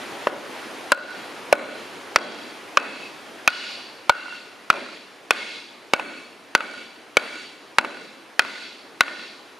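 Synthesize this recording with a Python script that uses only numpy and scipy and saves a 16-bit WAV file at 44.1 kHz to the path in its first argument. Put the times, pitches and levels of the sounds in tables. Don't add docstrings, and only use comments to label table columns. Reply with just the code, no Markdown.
import sys
import numpy as np
from scipy import signal
from scipy.fft import next_fast_len
from scipy.io import wavfile
from scipy.ndimage import uniform_filter1d

SR = 44100
rng = np.random.default_rng(int(sys.argv[2]) if len(sys.argv) > 2 else 0)


def generate_wav(sig):
    pcm = np.round(np.clip(np.atleast_2d(sig).T, -1, 1) * 32767).astype(np.int16)
    wavfile.write(sys.argv[1], SR, pcm)


def ratio(d):
    e = np.asarray(d, float) / 20
    return 10 ** e


N = 422919

# frequency [Hz], level [dB per Hz].
AIR = [(25, -38), (60, -31), (110, -15), (180, -15), (280, -3), (490, -5), (900, -7), (2400, -11),
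       (5000, -20.5), (8000, -28), (10000, -27.5), (14400, -40), (16000, -50)]
# time [s], air level [dB].
AIR_LEVEL = [(0, -34.5), (1.5, -38), (3.45, -41), (4.1, -44), (5.3, -47), (9.59, -46.5)]
# frequency [Hz], likeness [0 to 1].
LIKENESS = [(60, 0.083), (130, 0.32), (290, 0.88), (640, 0.81), (1400, 0.71), (3100, 0.84), (6800, 0.86),
            (15000, 0.88)]
# start [s], knock peak [dB], knock pitch [Hz], board pitch [Hz],
# board level against the knock [dB].
BLOWS = [(0.27, -4.5, 1104, 610, 7), (0.9188, 10.5, 1555, 1025, -4), (1.5261, -2.5, 1100, 614, 10.5),
         (2.1594, 8, 1356, 606, -8), (2.7716, 4.5, 1090, 1180, 0.5), (3.476, 7, 1314, 1050, -14),
         (4.0948, 8.5, 1390, 937, -1), (4.701, 11.5, 1366, 794, -16.5), (5.307, 7.5, 1434, 463, -13),
         (5.9348, 0.5, 1390, 770, 2), (6.55, 10, 1420, 604, -16), (7.169, 7, 1430, 503, -7),
         (7.784, 10.5, 1543, 980, -15), (8.3931, 9, 1330, 1050, -21.5), (9.0071, 6, 1507, 1130, -6.5)]
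# block ring [dB], sleeve peak [dB], loudest sleeve mode [Hz], longest
# jingle mode [Hz], crack against the sleeve [dB].
CLANGS = [(-22, -17, 2650, 3700, -34), (-4, -2.5, 2730, 4100, -11.5), (-10.5, -3.5, 2280, 4100, -12.5),
          (-13.5, 1.5, 2040, 4600, -22), (-13.5, -1.5, 2510, 4640, -36), (-8.5, 2, 2500, 3500, -20.5),
          (-3.5, 0.5, 1300, 4370, -18), (-17.5, -2.5, 2480, 3500, -26), (-13, 0, 2500, 3500, -15.5),
          (-12, 0.5, 2580, 4400, -26), (-7.5, 1, 3000, 4600, -27), (-10, -0.5, 2280, 4560, -16),
          (-12, 0, 2620, 3960, -20), (-10, 1, 2460, 4400, -20), (-9.5, 1.5, 2100, 3960, -20)]
# frequency [Hz], level [dB], t60 [s].
SLEEVE_MODES = [(1885, -31, .03), (2055, 1.5, 0.0096), (2250, 4, 0.021), (2606, -14.5, 0.046),
                (2487, -1, 0.026), (3020, -32, 0.015)]
# frequency [Hz], level [dB], t60 [s].
JINGLE_MODES = [(3480, -17, 0.014), (4013, -6, 0.015), (4460, -1, 0.007), (5365, -3, 0.014),
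                (7000, -12, 0.0072)]
# delay [s], level [dB], left-right difference [dB].
ECHOES = [(.027, -15, 4), (.041, -42, -1), (.056, -19.5, 1.5), (.069, -27, -1.5), (.088, -30, -8),
          (.104, -43, -2.5), (.135, -38, -14), (.161, -30, -10), (.186, -28.5, -4), (.228, -36, -11),
          (.246, -49, -8)]
# frequency [Hz], level against the ring [dB], t60 [s].
LASTING_MODES = [(1425, -11, 0.95), (1443, -14, 1.4), (1496, -12, 1.2)]
# wood [dB], metal [dB], extra brightness [dB],
# lingering mode [Hz], its level [dB].
TAILS = [(-50, -66, -8, 560, -59), (-51, -58, 4.5, 585, -51), (-44, -52, -5.5, 585, -46),
         (-44.5, -54, 1.5, 3270, -50), (-45.5, -52, -0.5, 2590, -46.5), (-52, -49.5, 8, 2900, -45),
         (-52.5, -53.5, 2.5, 2740, -46), (-47.5, -54, 3, 2400, -51.5), (-50, -48.5, 3, 2177, -43.5),
         (-45.5, -51, -6.5, 2280, -48.5), (-47.5, -51, -3, 2270, -47.5), (-48, -48.5, -2, 3100, -67),
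         (-46, -54, -1, 2700, -71), (-51, -51, 4.5, 2050, -48.5), (-50, -52.5, 4, 1800, -50)]
# centre [Hz], width [Hz].
TAIL_BANDS = [(280, 300), (750, 750), (2400, 1100), (4300, 1400)]
# frequency [Hz], width [Hz], level over the wash [dB].
TAIL_MODES = [(586, 18, 10.5), (1810, 27, 1.5), (2150, 37, 6.5), (2270, 51, 0), (2683, 74, 8.5),
              (3370, 120, 6), (3500, 270, 3.5), (3750, 140, -7), (3985, 87, 11.5), (4470, 100, 9),
              (4510, 170, 7.5), (5100, 94, -9), (5300, 100, 5), (6760, 90, 7)]
# frequency [Hz], level [dB].
TAIL_EDGES = [(60, -23), (140, -20), (230, 2.5), (4600, 7), (5000, 4.5), (6000, 1.5), (7300, -3),
              (9000, -3), (11000, -12), (15000, -32)]
# frequency [Hz], t60 [s].
ROOM_T60 = [(200, 0.75), (700, 0.44), (1500, 0.47), (3000, 0.84), (5000, 1), (9000, 0.7), (14000, 0.48)]
# start [s], peak [dB], board
# pitch [Hz], knock against the peak [dB], sleeve against the peak [dB].
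BOUNCES = [
    (0.975, -34, 583.7, 10, -10),
    (4.154, -34, 587, -2, -3),
    (4.739, -20, 1020, -17.5, -3),
    (5.996, -13.5, 900, -1, -3.5),
    (6.606, -21, 583, 9, 1),
    (7.847, -13.5, 905, -1.5, -2.5),
    (8.449, -17.5, 945, -15, -8),
    (9.08, -30.5, 583, 10, 10),
]

RING_TAIL_DB, RING_TAIL_SLOPE = -29.5, 1.12


def read(points, hz):
    f, value = np.transpose(points)
    return np.interp(np.log(hz + 1), np.log(f + 1), value)


def add(mix, s, sound):
    part = mix[round(s * SR):][:len(sound)]
    part += sound[:len(part)]


def hump(hz, centre, width):
    return 1 / (1 + (2 * (hz - centre) / width) ** 2)


def ducking_db(t):
    clamp_s, recover_s = 0.035, 0.26
    onsets = np.transpose(BLOWS)[0]
    ring_db, clang_db = np.transpose(CLANGS)[:2]
    depth_db = 22.5 + 0.57 * ring_db + 0.2 * clang_db
    last = np.maximum(np.searchsorted(onsets, t) - 1, 0)
    since = t - onsets[last]
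    shape = np.clip(since / clamp_s, 0, 1) * np.clip(1 - since / recover_s, 0, 1)
    return -np.maximum(depth_db[last], 0) * shape


def air_power(hz, t):
    air = ratio(2 * read(AIR, hz))
    air_db = np.interp(t, *np.transpose(AIR_LEVEL))
    return np.outer(air / (air.sum() * hz[1]), ratio(2 * air_db))


def struck(modes, peak_db, contact_s):
    spread_db, spread_pitch = 2, 0.006
    t = np.arange(4400) / SR
    chance = rng.standard_normal((len(modes), 2))
    ring = np.zeros(len(t))
    for (hz, db, t60), (louder, sharper) in zip(modes, chance):
        sine = np.sin(2 * np.pi * hz * (1 + spread_pitch * sharper) * t)
        ring += ratio(db + spread_db * louder - 60 * t / t60) * sine
    jolts = np.zeros(400)
    places = (rng.random(3) * contact_s * SR).astype(int) % 400
    jolts[places] = rng.uniform(0.11, 0.56, 3) * rng.choice([-1, 1], 3)
    jolts[0] = -1
    sound = np.convolve(ring, jolts)[:len(t)]
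    return ratio(peak_db) * sound / abs(sound).max()


def burst(lo_hz, hi_hz, db, t60):
    band = signal.butter(2, [lo_hz, hi_hz], "band", fs=SR, output="sos")
    noise = signal.sosfilt(band, rng.standard_normal(4400))
    return noise / noise.std() * ratio(db - 60 * np.arange(4400) / SR / t60)


def wood(board_hz, board_db, knock_hz, knock_db):
    board = [(board_hz, 0, .02), (585, -8, .04), (0.86 * board_hz, -8, .012),
             (1.086 * board_hz, -5, .012), (300, -12, .015)]
    knock = [(knock_hz, 0, .012), (1.3 * knock_hz, -8, .01), (0.902 * knock_hz, -7, .012)]
    fibres = burst(770, 1780, max(board_db, knock_db) - 15, 0.028)
    return struck(board, board_db, 0.00152) + struck(knock, knock_db, .001) + fibres


def metal(sleeve_hz, sleeve_db, jingle_hz, jingle_db, crack_db):
    sleeve = struck([(sleeve_hz, 7, .02), *SLEEVE_MODES], sleeve_db + 3.5, .0022)
    sleeve += burst(2090, 3640, sleeve_db - 12.5, 0.036)
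    jingle = struck([(jingle_hz, -5, .03), *JINGLE_MODES], jingle_db - 2, .0022)
    jingle += burst(4200, 7270, jingle_db - 9, 0.012)
    return sleeve + jingle + burst(3700, 10700, crack_db + 6, 0.0089)


def walls(x):
    taps = np.zeros((2, SR // 3))
    for delay, db, pan_db in ECHOES:
        taps[:, round(delay * SR)] = ratio([db + pan_db / 2, db - pan_db / 2])
    return signal.oaconvolve(x[None], taps, axes=1)[:, :N]


def soft_start():
    return np.minimum(np.arange(4400) / SR / 0.00091, 1)


def blows():
    lean_db, wood_delay_s, metal_lead_s = 0.8, 0.0006, 0.0004
    out = np.zeros((2, N))
    rise = soft_start()
    for (s, db, knock_hz, board_hz, board), (_, clang_db, sleeve_hz, jingle_hz, crack) in zip(BLOWS, CLANGS):
        jingle_db = clang_db - 2.5 + 0.3 * clang_db
        knock = wood(board_hz, db + board - 0.5, knock_hz, db - 1) * rise
        clang = metal(sleeve_hz, clang_db, jingle_hz, jingle_db, clang_db + crack) * rise
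        for port, port_db in zip(out, (lean_db / 2, -lean_db / 2)):
            add(port, s + wood_delay_s, knock * ratio(port_db))
            add(port, s + wood_delay_s - metal_lead_s, clang * ratio(port_db))
    return out + ratio(-2.5) * walls(out.mean(axis=0))


def block():
    ring_hz, ring_t60_s, ring_lag_s = 1458, 0.1, 0.0007
    choke_s, choke_fall_s = 0.021, 0.005
    first, lasting = np.zeros((2, N))
    t = np.arange(int(.6 * SR)) / SR
    choke = np.clip((choke_s - t) / choke_fall_s, 0, 1) * np.minimum(t / 0.002, 1)
    hz, mode_db, t60 = np.transpose(LASTING_MODES)[:, :, None]
    for (s, *_), (first_db, *_) in zip(BLOWS, CLANGS):
        ring = ratio(first_db - 60 * t / ring_t60_s) * np.sin(2 * np.pi * ring_hz * t)
        add(first, s + ring_lag_s, ring * choke)
        late_db = RING_TAIL_DB + RING_TAIL_SLOPE * first_db - ducking_db(s + 0.27)
        sines = ratio(late_db + mode_db - 60 * (t - .2) / t60) * np.sin(2 * np.pi * hz * t)
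        add(lasting, s, sines.sum(axis=0) * np.clip((t - .04) / 0.086, 0, 1))
    return first * ratio([[.6], [-.6]]) + ratio(8.5) * walls(first) + lasting * ratio([[1.5], [-1.5]])


def tail_colour(hz, clang, tail):
    first_db, _, sleeve_hz, jingle_hz, _ = clang
    boom, sleeve, shimmer_db, linger_hz, linger_db = tail
    board, jingle = boom - 6.5, sleeve - 8.5
    ring = RING_TAIL_DB + RING_TAIL_SLOPE * first_db
    centre, width = np.transpose(TAIL_BANDS)
    band_db = [boom, board, sleeve, jingle] - 10 * np.log10(width)
    wash_db = read(list(zip(centre, band_db)), hz) + shimmer_db * hump(hz, 4800, 2800)
    modes = 1 + sum((ratio(2 * db) - 1) * hump(hz, f, w) for f, w, db in TAIL_MODES)
    colour = ratio(2 * (wash_db + read(TAIL_EDGES, hz))) * modes
    colour += ratio(2 * (ring - 25.5)) * hump(hz, 1473, 40)
    colour += ratio(2 * (linger_db - 15)) * hump(hz, linger_hz, 88) ** 3
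    colour += ratio(2 * (sleeve - 15)) * hump(hz, sleeve_hz, 45) ** 3
    colour += ratio(2 * (jingle - 8.5)) * hump(hz, jingle_hz, 49) ** 3
    return colour


def tail_power(hz, t):
    power = np.zeros((len(hz), len(t)))
    for (s, *_), clang, tail in zip(BLOWS, CLANGS, TAILS):
        since = np.maximum(t - s, 0)
        fading_db = -60 * (since - .2) / read(ROOM_T60, hz)[:, None] - ducking_db(s + 0.21)
        build_up = np.clip((since - .012) / 0.058, 0, 1)
        power += tail_colour(hz, clang, tail)[:, None] * ratio(2 * fading_db) * build_up
    return power


def diffuse():
    hz, t, z = signal.stft(rng.standard_normal((2, N)), SR, nperseg=1024, noverlap=768)
    power = air_power(hz, t) + tail_power(hz, t)
    patches = uniform_filter1d(rng.standard_normal(power.shape), 8, axis=0)
    patches = uniform_filter1d(patches, 8, axis=1)
    same = np.clip(read(LIKENESS, hz), 0, 1)[:, None]
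    mid, side = np.sqrt((1 + same) / 2) * z[0], np.sqrt((1 - same) / 2) * z[1]
    pair = np.array([mid + side, mid - side]) * np.sqrt(power * SR / 2)
    pair = pair * ratio(8.3 * patches) * (hz < 15300)[:, None]
    return signal.istft(pair, SR, nperseg=1024, noverlap=768)[1][:, :N]


def bounces():
    out = np.zeros((2, N))
    rise = soft_start()
    for s, db, hz, knock, sleeve in BOUNCES:
        lift_db = db + 3 - ducking_db(s)
        tap = wood(hz, lift_db, 1350, lift_db + knock)
        tap += metal(2600, lift_db + sleeve - 6, 3850, lift_db - 22, lift_db - 35)
        for port in out:
            add(port, s, tap * rise)
    return out


def at_ports(hits):
    skew = signal.hilbert(hits.mean(axis=0), next_fast_len(N))[:N].imag * ratio(-12)
    skew = uniform_filter1d(skew, size=5)
    low_cut = signal.butter(2, 240, "high", fs=SR, output="sos")
    return signal.sosfilt(low_cut, hits + np.array([skew, -skew]))


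def scene():
    return at_ports(blows() + bounces()) + block() + diffuse()


def top_cut(x):
    return signal.sosfilt(signal.butter(12, 16520, fs=SR, output="sos"), x)


def record(dry):
    ceiling = 0.93
    ducked = dry * ratio(ducking_db(np.arange(N) / SR))
    clipped = np.clip(ducked, -ceiling, ceiling)
    lean = signal.sosfilt(signal.butter(2, 60, "high", fs=SR, output="sos"), clipped)
    dipped = signal.lfilter(*signal.iirnotch(7880, 45, SR), lean)
    edge = signal.firwin(301, 16300, window=("kaiser", 9), fs=SR)
    mix = signal.oaconvolve(dipped, edge[None], "same")
    return top_cut(mix)


dry = scene()
out = record(dry)
generate_wav(out)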